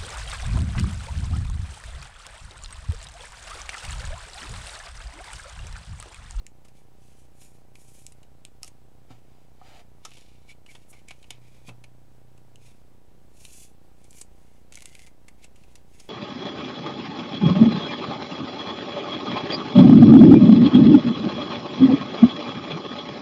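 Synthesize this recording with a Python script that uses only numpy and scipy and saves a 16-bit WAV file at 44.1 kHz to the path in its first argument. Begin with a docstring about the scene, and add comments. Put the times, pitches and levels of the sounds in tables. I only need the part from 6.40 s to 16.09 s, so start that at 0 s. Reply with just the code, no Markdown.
"""Sleeving a trading card

A card is slipped into a soft sleeve, then into a rigid plastic holder, close to a small camera.
Shaped noise makes the plastic slide and hiss; short noise bursts through resonances make edges tick.
Things are knocked and pushed on the desk (ringing modes, hollow grainy noise); the sleeve crackles and squeaks.
Under it lie a low electrical buzz (pulses), a distant drone (a sine) and the murmur of a fan (noise)."""
import sys
import numpy as np
from scipy import signal
from scipy.fft import rfft, irfft
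from scipy.io import wavfile

SR = 44100
rng = np.random.default_rng(int(sys.argv[2]) if len(sys.argv) > 2 else 0)


def wav_out(sig):
    """Save sig, one row per channel (or a flat mono array), as 16-bit PCM at SR to the path in sys.argv[1]."""
    wavfile.write(sys.argv[1], SR, np.round(np.clip(np.atleast_2d(sig).T, -1, 1) * 32767).astype(np.int16))


N = 427329


def amp(db):
    """Turns decibels into gain."""
    return 10 ** (np.asarray(db) / 20)


def evened(x):
    """Scales a sound to an average (rms) of 1."""
    return x / np.sqrt(np.mean(x ** 2) + 1e-20)


def read(points, hz):
    """Reads a spectrum between its points, on a log-frequency axis."""
    f, value = np.transpose(points)
    return np.interp(np.log(hz + 1), np.log(f + 1), value)


def curves(rows):
    """Joins the rows of a timed table by straight lines, one curve per column."""
    s, *columns = np.transpose(rows)
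    times = np.arange(N) / SR
    return [np.interp(times, s, column) for column in columns]


def add(mix, s, sound):
    """Mixes a sound in at time s, cutting it off at the end."""
    part = mix[round(s * SR):][:len(sound)]
    part += sound[:len(part)]


def drift(rate_hz):
    """Slow random wandering of rms 1: noise with everything much faster than rate_hz removed."""
    hz = np.fft.rfftfreq(N, 1 / SR)
    spectrum = rfft(rng.standard_normal(N)) * np.exp(-(hz / rate_hz) ** 2)
    return evened(irfft(spectrum, N))


def response(points, peaks=(), size=2048):
    """What a struck body answers: a broad spectrum plus resonant peaks, starting at once, with energy 1."""
    hz = abs(np.fft.fftfreq(size, 1 / SR))
    db = read(points, hz)
    for f, width, gain_db in peaks:
        db = db + gain_db / (1 + (2 * (hz - f) / width) ** 2)
    # minimum phase: the sound comes as early as this spectrum allows
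    h = np.fft.ifft(np.exp(np.conj(signal.hilbert(np.log(amp(db)))))).real
    return h / np.linalg.norm(h)


def through(x, h):
    """Passes x through an impulse response."""
    return signal.oaconvolve(x, h)[:len(x)]


def grains(per_s, spread_db, smooth):
    """Tiny stick-slip releases of uneven size over smooth friction noise."""
    size = amp(spread_db * np.minimum(rng.exponential(1, N), 4))
    happens = rng.random(N) < per_s / SR
    slips = rng.choice([-1., 1.], N) * size * happens
    return evened(evened(slips) + smooth * rng.standard_normal(N))


def resonate(x, hz, width):
    """A resonance of gain 1 that follows the curve hz: shift down, smooth, shift back up."""
    turn = np.exp(2j * np.pi * np.cumsum(hz) / SR)
    r = np.exp(-np.pi * width / SR)
    return 2 * (turn * signal.lfilter([1 - r], [1, -r], x / turn)).real


def nearby(x, echo_db=-13, latest_s=.005, count=6):
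    """Hands and desk throw back a few early reflections that ripple the spectrum."""
    taps = np.zeros(SR // 50)
    at = np.linspace(.15, 1, count) * rng.uniform(.85, 1, count) * latest_s
    fading = np.linspace(1, .5, count)
    taps[(at * SR).astype(int)] = amp(echo_db) * rng.choice([-1., 1.], count) * fading
    taps[0] = 1  # the direct sound
    return through(x, taps / np.linalg.norm(taps))


REST_DB = -79.5  # level of a hand at rest, from which every stroke swells


def stroke(rise_s, hold_s, release_s, db):
    """One hand movement, top 1: it swells evenly in decibels from rest, holds, and dies away."""
    knees = np.cumsum([rise_s, hold_s, release_s])
    t = np.arange(0, knees[-1], 1 / SR)
    depth_db = min(REST_DB - db, 0)
    return amp(np.interp(t, [0, *knees], [depth_db, 0, 0, depth_db]))


# spectrum of the fan's air noise: f/Hz, relative level/dB
FAN_SPECTRUM = [(10, -15), (25, -2), (55, -1), (100, -7.5), (160, -9.5), (250, -14.5), (450, -16.5),
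                (760, -20.5), (1200, -26), (2000, -29.5), (4000, -33.5), (8000, -36.5), (12000, -38.5),
                (16000, -40.5)]
# how much the room's low rumble is raised or lowered: t/s, level/dB
RUMBLE_LEVEL = [(6.3, -2.5), (6.7, 2), (7.3, -1), (8.8, 0.5), (9.3, 1.5)]
# steady tones of fan and electronics: f/Hz, level/dB (rms)
STEADY_TONES = [(58.7, -69), (780.2, -77), (958, -83), (8000, -88)]
# a distant low drone that swells for a while: t/s, f/Hz, level/dB (rms)
DISTANT_DRONE = [(0, 126, -65), (1.3, 126, -63.5), (2.2, 128, -64.5), (3.4, 124.4, -64), (4.85, 125.5, -65),
                 (4.98, 122, -56), (5.9, 122.3, -60), (6.28, 121, -56), (6.4, 122.3, -69.5),
                 (9.7, 123, -81)]


def background(floor_db=-59.5, swell_db=0.46, waver_rad=1.0, rumble_hz=400):
    """Fan noise with a slowly changing rumble, faint tones of wavering phase and a low drone."""
    t, hz = np.arange(N) / SR, np.fft.rfftfreq(N, 1 / SR)
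    air = evened(through(rng.standard_normal(N), response(FAN_SPECTRUM, size=8192)))
    air = air * amp(floor_db + swell_db * drift(9.1))
    rumble = irfft(rfft(air) * np.exp(-(hz / rumble_hz) ** 2), N)
    air = air + (amp(curves(RUMBLE_LEVEL)[0]) - 1) * rumble
    tones = sum(amp(db) * np.sin(2 * np.pi * f * t + waver_rad * drift(1.5)) for f, db in STEADY_TONES)
    drone_hz, drone_db = curves(DISTANT_DRONE)
    drone_turns = np.cumsum(drone_hz) / SR + rng.random()
    drone = amp(drone_db) * np.sin(2 * np.pi * drone_turns)
    return air + np.sqrt(2) * (tones + drone)  # a sine's peak is root 2 times its rms


# spectrum of one electrical pulse: f/Hz, relative level/dB
PULSE_SPECTRUM = [(5, -30), (30, -8), (60, 0), (150, -3.5), (300, -8), (720, -17), (1200, -31), (3000, -80)]


def buzz(level_db=-60, pulses_hz=30.01, first_s=.0182):
    """The camera's electronics leak one small rounded pulse for every picture."""
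    pulses = np.zeros(N)
    times = np.arange(first_s, N / SR, 1 / pulses_hz)
    pulses[(times * SR).astype(int)] = -1
    return amp(level_db) * evened(through(pulses, response(PULSE_SPECTRUM, size=8192)))


# edges catching and tapping: t/s, level/dB, brightness/dB, contact/ms, main ring f/Hz
EDGE_CLICKS = [(0.0662, -47.5, 4, 0.76, 7100), (0.2476, -60, 0, 7.4, 2000), (0.2828, -61, 1, 4.6, 2280),
               (1.015, -57, 4, 4.2, 9750), (1.355, -53, -6, 1.2, 2450), (1.6661, -43.5, 11.5, 0.34, 7800),
               (1.722, -55.5, 8, 2, 8800), (1.8308, -59.5, -1.5, 2.1, 2800), (2.0511, -45, 1, 0.55, 7750),
               (2.232, -38.5, 6, 0.3, 5500), (2.2455, -49, 10, 0.92, 5500), (2.2777, -49, 6, 2.6, 8400),
               (3.6504, -40.5, 1, 4.3, 5600), (3.716, -55, -16, 3.8, 2600), (3.77, -53.5, -6, 4.6, 3250),
               (4.2627, -54.5, -8.5, 2.9, 2830), (4.3505, -50, -8.5, 5.2, 3500),
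               (4.5284, -56.5, -7, 8.7, 2270), (4.6851, -47.5, -1, 1.9, 2300),
               (4.7077, -43.5, -10.5, 4, 2280), (4.8276, -57, -4, 2.8, 3700), (4.8418, -56, -19, 2.2, 2750),
               (4.9055, -38, -3.5, 2.3, 3500), (5.2893, -47, -17, 4.7, 2620),
               (5.4395, -50.5, -7, 3.1, 2350), (5.977, -64, 0, 2.5, 2700), (6.158, -55, -2, 0.77, 2850),
               (7.0511, -46.5, -1, 1.5, 3700), (7.6426, -59.5, 15, 2, 8600), (7.708, -53, 24, 1.6, 7800),
               (7.8131, -40, 14, 3.1, 8040), (8.3235, -48.5, 2.5, 2.3, 6600), (8.355, -44.5, 16, 1.3, 6560),
               (8.373, -46.5, -6, 2, 2280), (8.4216, -47.5, 4, 2.5, 2170), (8.457, -42.5, 6.5, 1.1, 8350),
               (8.5517, -49, -2.5, 1.4, 2260), (8.593, -51.5, -4, 1.6, 2000), (8.6704, -56, -2.5, 5, 2160),
               (8.8826, -50, -2.5, 3, 2060), (9.0423, -50, 1, 3.8, 7600), (9.159, -60, -2, 3.2, 2820),
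               (9.236, -60, -7, 3, 2470), (9.355, -51, 2.5, 2.7, 5800), (9.599, -49.5, 6, 4.4, 5330)]
# resonances of card and holder: f/Hz, width/Hz, level/dB
PLASTIC_PEAKS = [(2290, 350, 4), (2705, 180, 2.5), (3480, 110, 2.5), (4030, 200, 1.5), (5380, 500, -3),
                 (6860, 830, 3.5), (8000, 490, 2.5), (9440, 600, 2)]
# spectrum of the dull, hollow part of a blow: f/Hz, relative level/dB
BODY_SPECTRUM = [(100, -28), (300, -2), (750, 2.5), (1300, -4), (1700, -16.5), (3000, -50)]
# spectrum of bending plastic: f/Hz, relative level/dB
FLEX_SPECTRUM = [(700, -33), (1400, -9), (1900, -1.5), (3000, 6), (4400, 0), (5500, -1.5), (8000, -43)]
# spectrum of the bright part of a snap: f/Hz, relative level/dB
SNAP_SPECTRUM = [(2500, -40), (3700, -10.5), (5400, 5), (8000, 4.5), (10300, 3.5), (12000, -5),
                 (16000, -30)]
# the main bending resonance shifts and sharpens with the grip: t/s, f/Hz, strength level/dB
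GRIP_CURVE = [(0, 2380, -4), (1.4, 2450, -8), (3.8, 2570, -24), (4.1, 2310, -5), (4.8, 2400, -1),
              (6.2, 2580, 0), (7.3, 2650, -3), (7.8, 2350, 0), (8.3, 2060, -1), (8.7, 2150, 4),
              (9.3, 2300, -8)]


def clicks(body_at_1ms_db=-22, body_db_per_doubling=6.0, first_snap=4.7, chatter_db=-21, chatter_s=0.0028,
           ring_db=9, ring_width_share=0.18, loose_hz=2500, rise_share=0.28, soften=0.23, body_per_bright=0.28):
    """An edge snaps free and chatters briefly, ringing one resonance most; longer contact sounds more hollow."""
    out, t = np.zeros(N), np.arange(4096) / SR
    body, grip_hz = response(BODY_SPECTRUM), curves(GRIP_CURVE)[0]
    window = SR // 100  # loudness is set over the first 10 ms
    for s, db, bright_db, contact_ms, ring_hz in EDGE_CLICKS:
        peaks = [*PLASTIC_PEAKS, (ring_hz, ring_width_share * ring_hz, ring_db)]
        # the whole bending range moves with the grip
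        bending = np.array(FLEX_SPECTRUM) * [grip_hz[round(s * SR)] / loose_hz, 1]
        flex, snap = response(bending, peaks), response(SNAP_SPECTRUM, peaks)
        contact = np.exp(-t * 1000 / (np.sqrt(2) * contact_ms))
        chatter = amp(chatter_db) * np.exp(-t / chatter_s)
        force = rng.standard_normal(len(t)) * (contact + chatter)
        force *= 1 - np.exp(-t * 1000 / (rise_share * contact_ms))
        force[0] = first_snap / contact_ms ** soften  # a long contact starts softly
        parts = [through(force, h) for h in (body, flex, snap)]
        low, mid, high = (y / np.sqrt(np.mean(y[:window] ** 2)) for y in parts)
        tick = (mid + amp(bright_db) * high) / np.hypot(1, amp(bright_db))
        body_db = body_at_1ms_db + body_db_per_doubling * np.log2(contact_ms) - body_per_bright * bright_db
        add(out, s, amp(db) * (tick + amp(body_db) * low))
    return out


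# plastic sliding on plastic: t/s, rise/s, hold/s, release/s, level/dB, brightness/dB
SLIDING_STROKES = [(0.33, 0.048, .01, 0.058, -64.5, 2), (0.559, 0.078, 0.044, 0.22, -66, 2.5),
                   (0.761, 0.028, 0.0042, 0.072, -62.5, 8), (0.926, 0.086, 0.025, 0.19, -57, 8.5),
                   (1.333, .03, 0.3, .13, -64, 8.5), (1.463, 0.096, .005, 0.073, -62, 13),
                   (2.211, 0.018, 0.057, 0.016, -60, 4), (3.605, 0.041, 0.17, 0.31, -60.5, -5),
                   (4.063, 0.028, 0.025, .04, -59, -3), (4.254, 0.043, 0.028, 0.17, -57.5, 0),
                   (4.47, 0.033, .01, .025, -56, 25), (4.516, .025, 0.017, 0.099, -64.5, 0),
                   (4.67, 0.012, .02, 0.071, -57, -4), (4.73, .04, .12, .03, -70.5, 0),
                   (4.894, .012, 0.024, 0.064, -57, -15), (4.975, 0.1, 0.1, .09, -66.5, -2.5),
                   (5.23, 0.05, 0.0089, 0.04, -53, -1), (6.179, 0.076, .01, 0.16, -58.5, 0.5),
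                   (6.894, 0.11, 0.1, 0.21, -56, 5.5), (7.05, 0.097, 0.094, 0.1, -52, 10),
                   (7.527, 0.079, 0.044, .04, -71, 1), (7.615, .17, .03, 0.046, -53, 8),
                   (7.914, 0.053, 0.18, 0.085, -71.5, 2), (8.3, 0.064, 0.063, 0.058, -58, -1.5),
                   (8.431, .025, 0.19, 0.091, -59.5, 0), (8.971, 0.072, .005, 0.028, -57.5, -2),
                   (9.132, 0.026, 0.21, .05, -68.5, -2), (9.468, 0.067, 0.17, .05, -63, 0.5)]
# spectrum of the sliding hiss: f/Hz, relative level/dB
HISS_SPECTRUM = [(2500, -53), (4300, -6.5), (5400, 1.5), (8000, -0.5), (10500, 0.5), (12000, -6),
                 (13500, -14), (16000, -24)]


def sliding(flex_unsteady_db=2.5, hiss_unsteady_db=1.9, grip_db=4, stage_width_hz=400,
            hiss_power=1.1, tilt_per_bright=0.62, plain_bright_db=4, pivot_hz=9800, loose_hz=2350):
    """Friction rings the plastic's bending resonances; a bright stroke hisses more and higher."""
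    grip_hz, strength_db = curves(GRIP_CURVE)
    friction, pressure = grains(per_s=1200, spread_db=2.8, smooth=0.98), drift(43)
    glide = grains(per_s=3500, spread_db=2.5, smooth=0.92)
    drag = evened(friction * amp(flex_unsteady_db * pressure))
    skim = evened(glide * amp(hiss_unsteady_db * pressure))
    # two stages make the bending resonance narrower and steeper
    ring = resonate(drag, grip_hz, stage_width_hz)
    ring = evened(resonate(ring, grip_hz, stage_width_hz))
    out = np.zeros(N)
    for s, rise_s, hold_s, release_s, db, bright_db in SLIDING_STROKES:
        start = round(s * SR)
        speed = stroke(rise_s, hold_s, release_s, db)[:N - start]
        span = slice(start, start + len(speed))
        # the whole bending range moves with the grip
        bending = np.array(FLEX_SPECTRUM) * [grip_hz[span].mean() / loose_hz, 1]
        share = amp(strength_db[span] - grip_db)
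        flex = through(drag[span], response(bending, PLASTIC_PEAKS))
        flex = (flex + share * ring[span]) / np.hypot(1, share)
        tilt_db = tilt_per_bright * (bright_db - plain_bright_db)  # per octave, below the pivot
        colour = [(hz, g + tilt_db * min(np.log2(hz / pivot_hz), 0)) for hz, g in HISS_SPECTRUM]
        hiss = amp(bright_db) * through(skim[span], response(colour, PLASTIC_PEAKS))
        rub = (flex * speed + hiss * speed ** hiss_power) / np.hypot(1, amp(bright_db))
        add(out, s, amp(db) * nearby(rub, echo_db=-14))  # the hands lie differently for every stroke
    return out


# knocks on the desk: t/s, level/dB, centre of the blow f/Hz, contact/ms
DESK_KNOCKS = [(2.2317, -56.5, 1040, 1), (2.704, -46.5, 197, 7.9), (3.214, -51.5, 690, 1.6),
               (3.6505, -49, 1230, 3.2), (4.7074, -66, 1100, 3), (4.907, -64, 600, 3.5),
               (5.282, -44, 176, 13)]
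# what the desk rings with: f/Hz, relative level/dB, time to fade by 60 dB/s
DESK_MODES = [(119.6, 6.5, 0.22), (171, -7, 0.2), (259.4, 3.5, 0.097), (546, -17, 0.14), (731, 7, 0.076),
              (815, 3, 0.1), (1114, -5.5, 0.11), (1270, 7, 0.1), (1332, -3.5, 0.17), (1850, -1.5, .09)]


def knocks(reach_octaves=0.56, thud_db=-9):
    """Each blow rings the desk modes near its own pitch, with a short dull thud."""
    out, t = np.zeros(N), np.arange(SR // 3) / SR
    window = SR // 40  # loudness is set over the first 25 ms
    for s, db, centre_hz, contact_ms in DESK_KNOCKS:
        ring = np.zeros(len(t))
        for hz, mode_db, t60 in DESK_MODES:
            nearness = 1 / (1 + (np.log2(hz / centre_hz) / reach_octaves) ** 2)
            wave = np.sin(2 * np.pi * (hz * t + rng.random()))
            ring += amp(mode_db - 60 * t / t60) * nearness * wave
        contact = np.exp(-t * 1000 / contact_ms)
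        ring = ring * (1 - contact ** 4)  # the ring builds up during the contact
        thud = through(rng.standard_normal(len(t)) * np.sqrt(contact), response(BODY_SPECTRUM))
        blow = evened(ring) + amp(thud_db) * evened(thud)
        add(out, s, amp(db) * blow / np.sqrt(np.mean(blow[:window] ** 2)))
    return out


# something shifted and pushed over the desk: t/s, rise/s, hold/s, release/s, level/dB
DESK_PUSHES = [(2.68, 0.027, .005, 0.093, -55.5), (2.754, 0.16, 0.13, 0.087, -71),
               (3.136, .14, 0.13, 0.039, -55)]
# spectrum of the scrape: f/Hz, relative level/dB
SCRAPE_SPECTRUM = [(200, -23), (560, -3), (760, -1.5), (1050, -12), (4200, -12.5), (5400, -19), (8000, -20),
                   (15000, -32)]
# resonances of the pushed thing: f/Hz, width/Hz, level/dB
HOLLOW_PEAKS = [(727, 99, 6.5), (870, 83, 7.5), (1330, 110, 7), (1860, 160, 4), (2320, 380, 8),
                (2660, 120, 3), (3050, 140, 7.5), (3700, 120, 5), (4900, 250, 8.5), (5900, 180, 8),
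                (6900, 220, 8)]


def push():
    """A scrape over the desk: fine friction grains ring the hollow resonances of the pushed thing."""
    level = np.zeros(N)
    for s, rise_s, hold_s, release_s, db in DESK_PUSHES:
        add(level, s, amp(db) * stroke(rise_s, hold_s, release_s, db))
    drive = grains(per_s=1700, spread_db=2.0, smooth=0.91)
    return level * evened(through(drive, response(SCRAPE_SPECTRUM, HOLLOW_PEAKS)))


# the sleeve catching as it is pushed: t/s, length/s, level/dB (sets the largest snap)
SLEEVE_CRACKLES = [(3.69, .14, -63), (7.72, 0.097, -61), (8.33, .085, -53.5), (8.47, .21, -61.5)]


def crackle(gap_s=.013, weakest=0.16):
    """The sleeve catches and lets go in a quick run of uneven snaps, about gap_s apart."""
    snaps = np.zeros(N)
    for s, length_s, db in SLEEVE_CRACKLES:
        count = round(length_s / gap_s)
        place, size, sign = rng.random((count, 3)).T
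        at = s + length_s * (np.arange(count) + place) / count
        strength = weakest + (1 - weakest) * size
        snaps[(at * SR).astype(int)] = amp(db) * np.sign(sign - .5) * strength
    colour = response(FLEX_SPECTRUM, PLASTIC_PEAKS) + response(SNAP_SPECTRUM, PLASTIC_PEAKS)
    return np.sqrt(SR / 100) * through(snaps, colour)  # spreads each snap's level over 10 ms


# the pinched holder sings briefly as it slips: t/s, length/s, f/Hz, level/dB
HOLDER_SQUEAKS = [(4.08, 0.058, 2280, -56.5), (4.284, 0.038, 2220, -55.5), (4.528, .09, 2200, -67.5),
                  (4.675, 0.034, 2280, -58)]


def squeaks(stage_width_hz=230):
    """Uneven slips feed one narrow bending resonance, filtered twice."""
    out = np.zeros(N)
    for s, length_s, hz, db in HOLDER_SQUEAKS:
        count = round(length_s * SR)
        b, a = signal.iirpeak(hz, hz / stage_width_hz, fs=SR)
        slips = rng.standard_normal(count) ** 3  # cubing makes a few slips stand out
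        ring = signal.lfilter(b, a, signal.lfilter(b, a, slips))
        add(out, s, amp(db) * evened(ring * signal.windows.tukey(count, .5)))
    return out


def room(x, wet_db=-15, t60=0.12, dull_hz=6000):
    """A small furnished room: a short, faint tail of scattered reflections."""
    t = np.arange(SR // 3) / SR
    scattered = (rng.random(len(t)) < .1) * (t > .003)
    taps = rng.standard_normal(len(t)) * scattered * amp(-60 * t / t60)
    tail = signal.lfilter(*signal.butter(1, dull_hz, fs=SR), taps)
    return x + amp(wet_db) * through(x, tail / np.linalg.norm(tail))


def scene():
    """Handling sounds in the room, over the steady background."""
    handling = clicks() + sliding() + knocks() + push() + crackle() + squeaks()
    return (background() + buzz() + room(handling))[None]


def record(dry, offset=.0062, edge_hz=15850):
    """The recorder sits slightly off zero (share of full scale) and then cuts what lies above edge_hz."""
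    low_pass = signal.firwin(511, edge_hz, window=("kaiser", 9), fs=SR)
    return signal.oaconvolve(dry + offset, low_pass[None], "same")


dry = scene()
out = record(dry)
wav_out(out)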